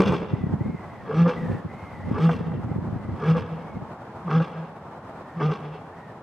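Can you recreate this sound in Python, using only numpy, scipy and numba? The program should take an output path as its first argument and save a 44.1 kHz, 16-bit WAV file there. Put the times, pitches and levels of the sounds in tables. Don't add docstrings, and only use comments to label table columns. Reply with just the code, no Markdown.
import sys
import numpy as np
from scipy import signal
from scipy.fft import rfft, irfft
from scipy.io import wavfile
from scipy.ndimage import uniform_filter1d
from numba import njit

SR = 44100
rng = np.random.default_rng(int(sys.argv[2]) if len(sys.argv) > 2 else 0)


def transcribe(u):
    v = np.clip(np.atleast_2d(u).T, -1, 1)
    q = np.round(v * 32767).astype(np.int16)
    wavfile.write(sys.argv[1], SR, q)


N = 274302
TIME = np.arange(N) / SR

SHIMMER_DB = 2.2
PUFF_DEPTH = .85

# closing_s, run_up_s (opening rasp before closing), lead_s (fullest tone before closing), swell_s, fade_s,
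# pitch_hz, moan_db, chest_db, closing_moan_db, opening_rasp_db, closing_rasp_db, closing_length_s,
# opening_hiss_db, hiss_delay_s, closing_hiss_db, jaw (0-1), lift_db (upper resonances), tuning (throat ratio)
GRUNTS = [(1.263, 0.15, 0.046, 0.022, 0.017, 169.1, -36, -11, -21, -29.5, -26.5, 0.033, -44, 0.067, -39.5, 0.74, 2, 1.02),
          (2.295, 0.13, .039, 0.016, 0.022, 164.9, -34.5, -12, -26, -27.5, -29.5, 0.017, -42, 0.06, -42, 0.8, 0.5, 1.03),
          (3.352, 0.12, .043, .019, .011, 161.5, -36, -12, -22, -27, -28, 0.026, -41, .05, -43.5, 0.64, 1.5, 1.01),
          (4.402, .1, .033, .02, .013, 160.8, -28, -13.5, -20.5, -27, -31.5, 0.012, -42, .0033, -45.5, 0.94, 8.5, .995),
          (5.498, 0.089, 0.037, 0.017, .025, 154.2, -28, -17.5, -26, -27.5, -28, 0.017, -41.5, .003, -44, 0.67, 2, 0.99)]


def lion(clearing_db=16, jitter=.075, flutter_db=5.0, doubling=0.21, chest_db=-2.0, overtones_db=-25,
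         between_db=-11, pulsing=0.2, rasp_db=-2.6, hiss_db=-2.0, tone_hiss_db=-33):
    pitch, tone = chest_tone()
    _, _, roar_rasp, roar_hiss, _ = roar()
    rasp = roar_rasp + rasp_pushes()
    hiss = np.hypot(roar_hiss + hiss_pushes(), from_db(tone_hiss_db) * tone)
    rough = np.clip(.78 - 20 * np.log10(tone / rasp) / clearing_db, .33, .72)

    cycles = 1 / 4 + np.cumsum(pitch * (1 + jitter * rough * drift(70))) / SR
    phase = 2 * np.pi * cycles
    chest = np.sqrt(2) * np.cos(phase) * from_db(SHIMMER_DB * rough * drift(52))

    pulses = rms_one(np.diff(np.floor(cycles), prepend=0) - pitch / SR)
    puffs = rms_one(rng.standard_normal(N) * (1 + PUFF_DEPTH * np.cos(phase)))
    strong_weak = 1 + doubling * rough * np.cos(phase / 2)
    flutter = from_db(flutter_db * rough * drift(84)) * strong_weak
    source = (np.sqrt(1 - rough) * pulses + rough * puffs) * flutter
    between = from_db(between_db) * np.sqrt(2) * drift(21) * np.sin(phase * 3 / 2)

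    drive = np.hypot(from_db(rasp_db) * rasp, from_db(overtones_db) * tone)
    breath = from_db(hiss_db) * hiss * mouth((puffs + pulsing * pulses) * flutter)
    growl = drive * throat(source) + rasp * between + breath
    clean = np.sqrt(tone * rasp) * overtones(phase, pitch)
    return from_db(chest_db) * tone * chest + clean + growl


# time_s, pitch_hz, chest_db, rasp_db, hiss_db, jaw (0-1)
ROAR = [(0.0, 198.2, -11, -15.5, -33, 0.08), (0.051, 207.4, -29.5, -27, -40.5, 0.98),
        (0.079, 204.2, -19, -26, -32, 0.75), (0.109, 170.8, -24, -27.5, -42, 0.45),
        (0.143, 164.1, -22.5, -24, -39.5, 0.6), (0.183, 177.9, -36, -40, -44, 0)]
ROAR_FADE_S = .025


def roar():
    pitch, *levels, jaw = in_time(ROAR)
    fade = held(0, ROAR[-1][0], ROAR_FADE_S, ROAR_FADE_S)
    return pitch, *(from_db(levels) * fade), jaw * fade


MOAN_LEAD_S, MOAN_S, MOAN_RATIO = .03, .018, 1.13
PITCH_SAG, PITCH_ARCH_S = .105, .062
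CREST_S = .04
STOP_LAG_S, STOP_S = .02, .016
CLOSING_LAG_S, CLOSING_MOAN_S, CLOSING_RATIO = .014, .018, 1.07


def chest_tone():
    pitch, strength, *_ = roar()
    weighted = pitch * strength
    for closing, run_up, lead, swell_s, fade_s, hz, moan_db, tone_db, last_db, *_ in GRUNTS:
        age = TIME - (closing - lead)
        from_crest = np.hypot(age, CREST_S) - CREST_S
        swell = from_db(tone_db) * np.exp(-from_crest / np.where(age < 0, swell_s, fade_s))
        swell = swell * held(0, closing + STOP_LAG_S, STOP_S, STOP_S)
        moan = from_db(moan_db) * np.exp(-((TIME - (closing - run_up - MOAN_LEAD_S)) / MOAN_S) ** 2)
        last = from_db(last_db) * np.exp(-((TIME - closing - CLOSING_LAG_S) / CLOSING_MOAN_S) ** 2)
        sag = PITCH_SAG * (1 - np.exp(-(age / PITCH_ARCH_S) ** 2))
        strength = strength + swell + moan + last
        weighted = weighted + hz * (swell * (1 - sag) + moan * MOAN_RATIO + last * CLOSING_RATIO)
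    return weighted / strength, strength


def rasp_pushes(attack_s=.01, slow_share=.3, release_s=0.019, snap_s=0.0057, closing_release_s=0.046,
                sag_db_per_s=45):
    level = 0
    for closing, run_up, lead, _, _, _, _, _, _, open_db, close_db, length, _, delay, *_ in GRUNTS:
        opening = closing - run_up
        sag_db = sag_db_per_s * np.clip(TIME - opening, 0, run_up)
        rise_s = attack_s + slow_share * abs(delay)
        first_push = from_db(open_db - sag_db) * held(opening, closing - lead, rise_s, release_s)
        closing_push = from_db(close_db) * held(closing, closing + length, snap_s, closing_release_s)
        level = level + first_push + closing_push
    return level


def hiss_pushes(attack_s=0.0048, slow_share=0.89, release_s=0.035, sag_db_per_s=60, snap_s=0.0021,
                closing_lag_s=0.016, closing_hold_s=.023, closing_release_s=0.04):
    level = 0
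    for closing, run_up, lead, *_, open_db, delay, close_db, _, _, _ in GRUNTS:
        first, second = closing - run_up + delay, closing + closing_lag_s
        sag_db = sag_db_per_s * np.clip(TIME - first, 0, run_up)
        rise_s = attack_s + slow_share * abs(delay)
        first_push = from_db(open_db - sag_db) * held(first, closing - lead, rise_s, release_s)
        closing_push = from_db(close_db) * held(second, second + closing_hold_s, snap_s, closing_release_s)
        level = level + first_push + closing_push
    return level


# rest_hz, by_jaw_hz (added by a wide jaw), by_effort_hz (added at the fullest tone),
# by_roar_hz (added in the roar), width_hz, level_db (relative)
THROAT = [(410, 79.5, -24.5, -14, 60, 5), (540, 77.5, 1.5, -26.5, 47, -15.5), (809, -15, -12, 58, 56, -7.5),
          (1115, -9, 98, -27, 39, 1), (1270, 118, 59, -16, 174, -11.5), (1617, 8, 7.5, -43, 56, -8.5),
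          (2127, -180, -5.5, -7, 140, -20)]
ROAR_LIFT_DB = -1.5
EFFORT_HALF_S = 0.047


def throat(source, low_hz=220, top_hz=2100, wobble=0.018):
    jaw = jaw_opening()
    roaring = held(0, ROAR[-1][0], ROAR_FADE_S, ROAR_FADE_S)
    effort = sum(np.exp(-((TIME - closing + lead) / EFFORT_HALF_S) ** 2) for closing, _, lead, *_ in GRUNTS)
    roar_shape = [(0, ROAR_LIFT_DB, 1), (ROAR[-1][0], 0, 1)]
    grunt_shape = [(closing, lift_db, ratio) for closing, *_, lift_db, ratio in GRUNTS]
    lift, tuning = in_time(roar_shape + grunt_shape)
    stretch = tuning * (1 + wobble * drift(12))
    rings = 0
    for k, (rest, by_jaw, by_effort, by_roar, width, db) in enumerate(THROAT):
        centre = (rest + by_jaw * jaw + by_effort * effort + by_roar * roaring) * stretch
        gain = from_db(db + lift * (k > 0))
        rings = rings + (-1) ** k * gain * resonate(source, centre, float(width))
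    return even(cut(cut(rings, low_hz, "high"), top_hz, "low", order=4), size=700)


# centre_hz, width_hz, level_db (relative)
MOUTH = [(1974, 260, -0.5), (2410, 400, 1), (2702, 150, 4), (3036, 310, -1), (3313, 205, 0.5),
         (3695, 120, -6.5), (4340, 150, -7), (5090, 240, -8.5), (5950, 170, -12.5), (6600, 350, -23.5),
         (7940, 230, -24), (9000, 830, -31), (11900, 8700, -40)]
# time_s, treble_db
TREBLE_DB = [(0.1, 3), (1.2, -1.5), (2.25, 4), (3.3, 0), (4.35, -3.5), (5.45, -3)]


def mouth(turbulence, shift=0.042, treble_from_hz=6300):
    out = 0
    stretch = 1 + shift * (jaw_opening() - .5)
    treble_db, = in_time(TREBLE_DB)
    for hz, width, db in MOUTH:
        once = resonate(turbulence, hz * stretch, float(width))
        twice = resonate(once, hz * stretch, float(width))
        out = out + from_db(db + treble_db * (hz > treble_from_hz)) * twice
    return even(out)


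JAW_LAG_S, JAW_HALF_S = 0.0022, 0.044


def jaw_opening():
    drops = sum(wide * np.exp(-((TIME - closing - JAW_LAG_S) / JAW_HALF_S) ** 2)
                for closing, *_, wide, _, _ in GRUNTS)
    return roar()[-1] + drops


# pitch_hz, level_db (relative)
OVERTONES = [(330, -16), (490, -18), (650, -29), (810, -24), (980, -29), (1170, -15), (1330, -30),
             (1620, -28), (2000, -37)]
OVERTONE_LIFT_SHARE = 0.24
OVERTONE_FLICKER_DB, OVERTONE_FLICKER_HZ = 3.5, 20


def overtones(phase, pitch, count=11):
    lift, = in_time([(closing, lift_db) for closing, *_, lift_db, _ in GRUNTS])
    out = 0
    for k in range(2, count):
        flicker_db = OVERTONE_FLICKER_DB * drift(OVERTONE_FLICKER_HZ)
        db = at_hz(OVERTONES, k * pitch) + OVERTONE_LIFT_SHARE * lift * (k > 3) + flicker_db
        out = out + np.sqrt(2) * from_db(db) * np.cos(k * phase)
    return out


# start_s, end_s, first_hz, last_hz, level_db (before trim)
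BELLOWS = [(0.0, 0.029, 397, 460.3, -22.5), (.078, 0.101, 531.4, 503.9, -27),
           (0.132, .155, 414.7, 402.8, -27), (1.092, 1.144, 428.6, 454.3, -28),
           (1.257, 1.318, 522, 476, -25.5), (2.172, 2.188, 422.9, 412, -25),
           (2.325, 2.349, 465, 457.9, -33), (3.229, 3.255, 437, 405, -30.5),
           (3.35, 3.37, 536.1, 500, -29.5), (4.305, 4.342, 432, 417.2, -30.5),
           (4.403, 4.418, 543, 511.6, -31), (5.411, 5.444, 400, 456.3, -29),
           (5.493, 5.528, 492.1, 415.5, -27)]
BELLOW_EDGE_S, BELLOW_WAVER = .007, .04


def bellows(level_db=-3.5):
    level, weighted = 0, 0
    for start, end, first_hz, last_hz, db in BELLOWS:
        gain = from_db(db + level_db) * held(start, end, BELLOW_EDGE_S, BELLOW_EDGE_S)
        level = level + gain
        weighted = weighted + gain * np.interp(TIME, [start, end], [first_hz, last_hz])
    pitch = weighted / level * (1 + BELLOW_WAVER * drift(90))
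    phase = 2 * np.pi * np.cumsum(pitch) / SR
    return level * np.sqrt(2) * np.sin(phase) * from_db(SHIMMER_DB * drift(69))


# time_s, level_db (before trim)
CATCHES = [(0.066, -23), (0.128, -25.5), (1.259, -24.5), (1.284, -27.5), (2.18, -29), (2.292, -17.5),
           (4.278, -26.5), (4.311, -23), (4.402, -25), (5.409, -24), (5.417, -28)]
CATCH_RISE_S, CATCH_DECAY_S = .0005, .009


def catches(level_db=-3.5, low_hz=700, top_hz=1300, edge_hz=1900):
    force = sum(from_db(db + level_db) * held(s + CATCH_RISE_S, s + CATCH_RISE_S, CATCH_RISE_S, CATCH_DECAY_S)
                for s, db in CATCHES)
    bark = even(cut(cut(rng.standard_normal(N), low_hz, "high"), top_hz, "low", order=4), size=200)
    return cut(force * bark, edge_hz, "low", order=4)


# time_s, half_s (half duration), level_db
GASPS = [(3.553, 0.073, -59.5), (4.557, 0.076, -58), (5.654, 0.03, -54.5), (5.75, 0.04, -54.5)]


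def gasps(top_hz=3800):
    flow = sum(from_db(db) * np.exp(-((TIME - s) / half) ** 2) for s, half, db in GASPS)
    return flow * rms_one(cut(mouth(rng.standard_normal(N)), top_hz, "low"))


# delay_s, level_db (before filtering)
ECHOES = [(0.044, -35.5), (0.107, -30.5), (.152, -22.5), (0.225, -17.5), (0.334, -28)]


def enclosure(x, wall_hz=5000, smear_s=0.0091, smear_db=-3, tail_db=-18, tail_t60=1.0, tail_hz=4200, side_db=-3):
    t = TIME[:SR]
    echoes, smear = np.zeros(SR), np.zeros(SR)
    for delay, db in ECHOES:
        echoes[round(delay * SR)] = from_db(db)
        fading = (t > delay) * np.exp(-np.abs(t - delay) / smear_s) * np.sqrt(2 / smear_s / SR)
        smear += from_db(db + smear_db) * fading
    tail = from_db(tail_db) * rms_one(np.exp(-np.log(1000) * t / tail_t60)) / np.sqrt(SR)
    mid, side = rng.standard_normal((2, SR))
    grain = mid + from_db(side_db) * cut(side, 450, "high") * [[1], [-1]]
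    scatter = cut(cut(smear * grain + tail * grain[:, ::-1], tail_hz, "low"), 180, "high", order=1)
    swelled = np.concatenate([x[SR // 4:0:-1], x])
    response = cut(echoes, wall_hz, "low") + scatter
    return signal.fftconvolve(swelled[None], response, axes=1)[:, SR // 4:SR // 4 + N]


# start_s, end_s, level_db (before trim)
GUSTS = [(0.083, 0.16, -27), (0.366, 0.691, -29.5), (1.441, 1.542, -28.5), (2.074, 2.167, -27.5),
         (2.357, 2.964, -31), (3.08, 3.151, -31.5), (3.381, 3.424, -31), (3.755, 3.816, -35.5)]
# (per Hz, relative)
GUST_COLOUR = [(15, -51.5), (25, -30.5), (101, 1.5), (123, -5), (224, -3), (253, -9.5), (454, -23),
               (600, -19.5), (780, -69), (1320, -120)]
# centre_hz, side_db
GUST_WIDTH = [(60, -9), (92, -16.5), (140, -7.5), (210, -6.5), (330, -2.5)]
GUST_RISE_S, GUST_FALL_S = 0.082, 0.052
BREEZE_END_S, BREEZE_DB = 3.8, -43


def wind(level_db=-0.5, lumps_db=4, top_hz=450, low_hz=72):
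    gusts = [from_db(db) * held(start, end, GUST_RISE_S, GUST_FALL_S)
             for start, end, db in GUSTS + [(0, BREEZE_END_S, BREEZE_DB)]]
    eddies = cut(cut(coloured(GUST_COLOUR, GUST_WIDTH), top_hz, "low", order=3), low_hz, "high")
    lumpy = rms_one(eddies * from_db(lumps_db * np.tanh(drift(38))))
    return np.max(gusts, axis=0) * from_db(level_db) * lumpy


# time_s, level_db (before trim), ring_hz
BUFFETS = [(0.089, -10, 163), (0.126, -28, 151), (0.332, -7.5, 127), (0.435, -10.5, 159),
           (0.465, -13.5, 171), (0.521, -13.5, 121), (0.534, -7, 142), (0.607, -9.5, 127),
           (0.659, -14.5, 200), (0.695, -14, 165), (0.743, -16.5, 152), (1.453, -22, 149),
           (1.495, -11.5, 138), (1.513, -13.5, 138), (1.545, -13, 150), (1.646, -18, 140),
           (1.657, -18.5, 130), (2.111, -8, 207), (2.406, -15, 170), (2.548, -18.5, 153), (2.64, -17, 118),
           (2.666, -21, 128.7), (2.712, -13.5, 167), (2.758, -12, 148), (2.783, -16, 139),
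           (2.873, -18, 130), (2.923, -16, 124), (2.956, -15, 100), (3.087, -17, 135), (3.138, -20.5, 110),
           (3.766, -19.5, 170), (3.818, -20, 136)]


def buffets(level_db=-5.0, length_cycles=0.51, side_db=-3, side_ratio=1.71, flick_db=-8, flick_ratio=2.42):
    out, t = np.zeros((2, N)), TIME[:SR // 10]
    ways = rng.choice([-1, 1], len(BUFFETS))
    for (s, db, hz), way in zip(BUFFETS, ways):
        turns = np.outer([hz, hz * side_ratio, hz * flick_ratio], t)
        at = round(s * SR)
        age = turns / length_cycles
        shove, swirl, flick = age * np.exp(1 - age) * np.sin(2 * np.pi * turns)
        common = shove + from_db(flick_db) * flick
        sides = way * from_db(side_db) * swirl * [[1], [-1]]
        out[:, at:at + len(t)] -= from_db(db + level_db) * (common + sides)
    return cut(cut(out, 476, "low", order=4), 79, "high")


# start_s, top_s, end_s, top_hz, scoop_hz (opening rise), fall_hz (final drop), level_db
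WHISTLES = [(.35, .39, .5, 2030, 60, 170, -56), (.595, .67, .86, 2130, 220, 140, -54),
            (.89, .93, 1.05, 2040, 60, 260, -55), (1.375, 1.385, 1.52, 1970, 10, 270, -47),
            (1.535, 1.552, 1.59, 1970, 190, 240, -52), (1.7, 1.86, 1.99, 2150, 130, 200, -51.5),
            (2.02, 2.07, 2.13, 2090, 240, 100, -53.5), (2.35, 2.38, 2.43, 1820, 30, 90, -56),
            (2.46, 2.49, 2.59, 2000, 100, 160, -59), (2.67, 2.71, 2.77, 2050, 90, 90, -59),
            (2.94, 3.02, 3.12, 2060, 280, 130, -59), (3.6, 3.67, 3.77, 2240, 80, 110, -60),
            (5.265, 5.32, 5.405, 1870, 110, 120, -56), (5.92, 5.99, 6.12, 1920, 200, 170, -57.5)]
WHISTLE_BLUR_HZ, WHISTLE_STEADY = 40, .7
WHISTLE_AIR, WHISTLE_AIR_HZ = .8, 190.


def whistle(level_db=-0.5, overtone_db=-15, flicker_db=0.5, late_s=0.051, late_db=-8, fade_s=0.018):
    level, weighted = 0, 0
    for start, top, end, top_hz, scoop_hz, fall_hz, db in WHISTLES:
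        before = np.interp(TIME, [start, top], [1, 0])
        after = np.interp(TIME, [top, end], [0, 1])
        gain = from_db(db) * held(start, end, fade_s, fade_s)
        level = level + gain
        weighted = weighted + gain * (top_hz - scoop_hz * before ** 2 - fall_hz * after ** 1.3)
    pitch = weighted / level
    phase = 2 * np.pi * np.cumsum(pitch) / SR
    tone = (WHISTLE_STEADY + drift(WHISTLE_BLUR_HZ)) * np.sin(phase) + drift(WHISTLE_BLUR_HZ) * np.cos(phase)
    tone = tone + from_db(overtone_db) * drift(WHISTLE_BLUR_HZ) * np.sin(phase * 6 / 5)
    tone = tone + WHISTLE_AIR * rms_one(resonate(rng.standard_normal(N), pitch, WHISTLE_AIR_HZ))
    direct = level * from_db(level_db + flicker_db * drift(4.7)) * rms_one(tone)
    return direct + from_db(late_db) * np.interp(TIME - late_s, TIME, direct)


# (per Hz, relative)
AIR = [(25, -31), (50, -13), (100, 2), (170, 3.5), (300, -2.5), (500, -2), (850, 0), (1200, -6),
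       (1900, -17), (2600, -27), (4200, -36), (6300, -41.5), (8800, -44), (14000, -53.5)]
# centre_hz, side_db
AIR_WIDTH = [(90, -47), (210, -40.5), (330, -15.5), (1170, -13.5), (2700, -1.5), (5500, 2.5), (8000, -5.5)]
# time_s, level_db
AIR_DB = [(0, -41.5), (1.8, -40.5), (2.9, -41), (3.9, -39.5), (5.1, -41), (6.22, -41.5)]


def air(sway_db=1.36):
    level, = in_time(AIR_DB)
    return from_db(level + sway_db * drift(11.2)) * coloured(AIR, AIR_WIDTH)


def from_db(db):
    return 10 ** (np.asarray(db) / 20)


def rms_one(x):
    return x / np.sqrt(np.mean(x ** 2) + 1e-20)


def in_time(rows):
    s, *columns = np.transpose(rows)
    return [np.interp(TIME, s, c) for c in columns]


def at_hz(points, hz):
    known, db = np.transpose(points)
    return np.interp(np.log(hz), np.log(known), db)


def held(start, end, attack_s, release_s):
    rise = np.maximum(start - TIME, 0) / attack_s
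    fall = np.maximum(TIME - end, 0) / release_s
    return np.exp(-np.minimum(rise + fall, 30))


def cut(x, hz, kind, order=2):
    return signal.sosfilt(signal.butter(order, np.minimum(hz, SR / 2 - 1), kind, fs=SR, output="sos"), x)


def drift(rate_hz):
    return rms_one(cut(rng.standard_normal(N + SR), rate_hz, "low")[SR:])


def even(x, size=1103):
    return x / np.sqrt(uniform_filter1d(x ** 2, size) + 1e-12)


def coloured(spectrum, width):
    hz = np.arange(N // 2 + 1) * SR / N + 1
    mid, side = rfft(rng.standard_normal((2, N))) * from_db(at_hz(spectrum, hz))
    return rms_one(irfft(mid + from_db(at_hz(width, hz)) * side * [[1], [-1]], N))


@njit
def resonate(x, hz, width):
    y, r = np.zeros(len(x)), np.exp(-np.pi * width / SR)
    for i in range(2, len(x)):
        push = (1 - r * r) / 2 * (x[i] - x[i - 2])
        y[i] = push + 2 * r * np.cos(2 * np.pi * hz[i] / SR) * y[i - 1] - r * r * y[i - 2]
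    return y


def scene():
    voice = lion() + bellows() + catches() + gasps()
    return voice + enclosure(voice) + wind() + buffets() + whistle() + air()


CUTOFF_HZ = 16500


def record(dry):
    thinned = cut(dry, 28, "high")
    return signal.sosfilt(signal.cheby2(12, 70, CUTOFF_HZ, fs=SR, output="sos"), thinned)


dry = scene()
out = record(dry)
transcribe(out)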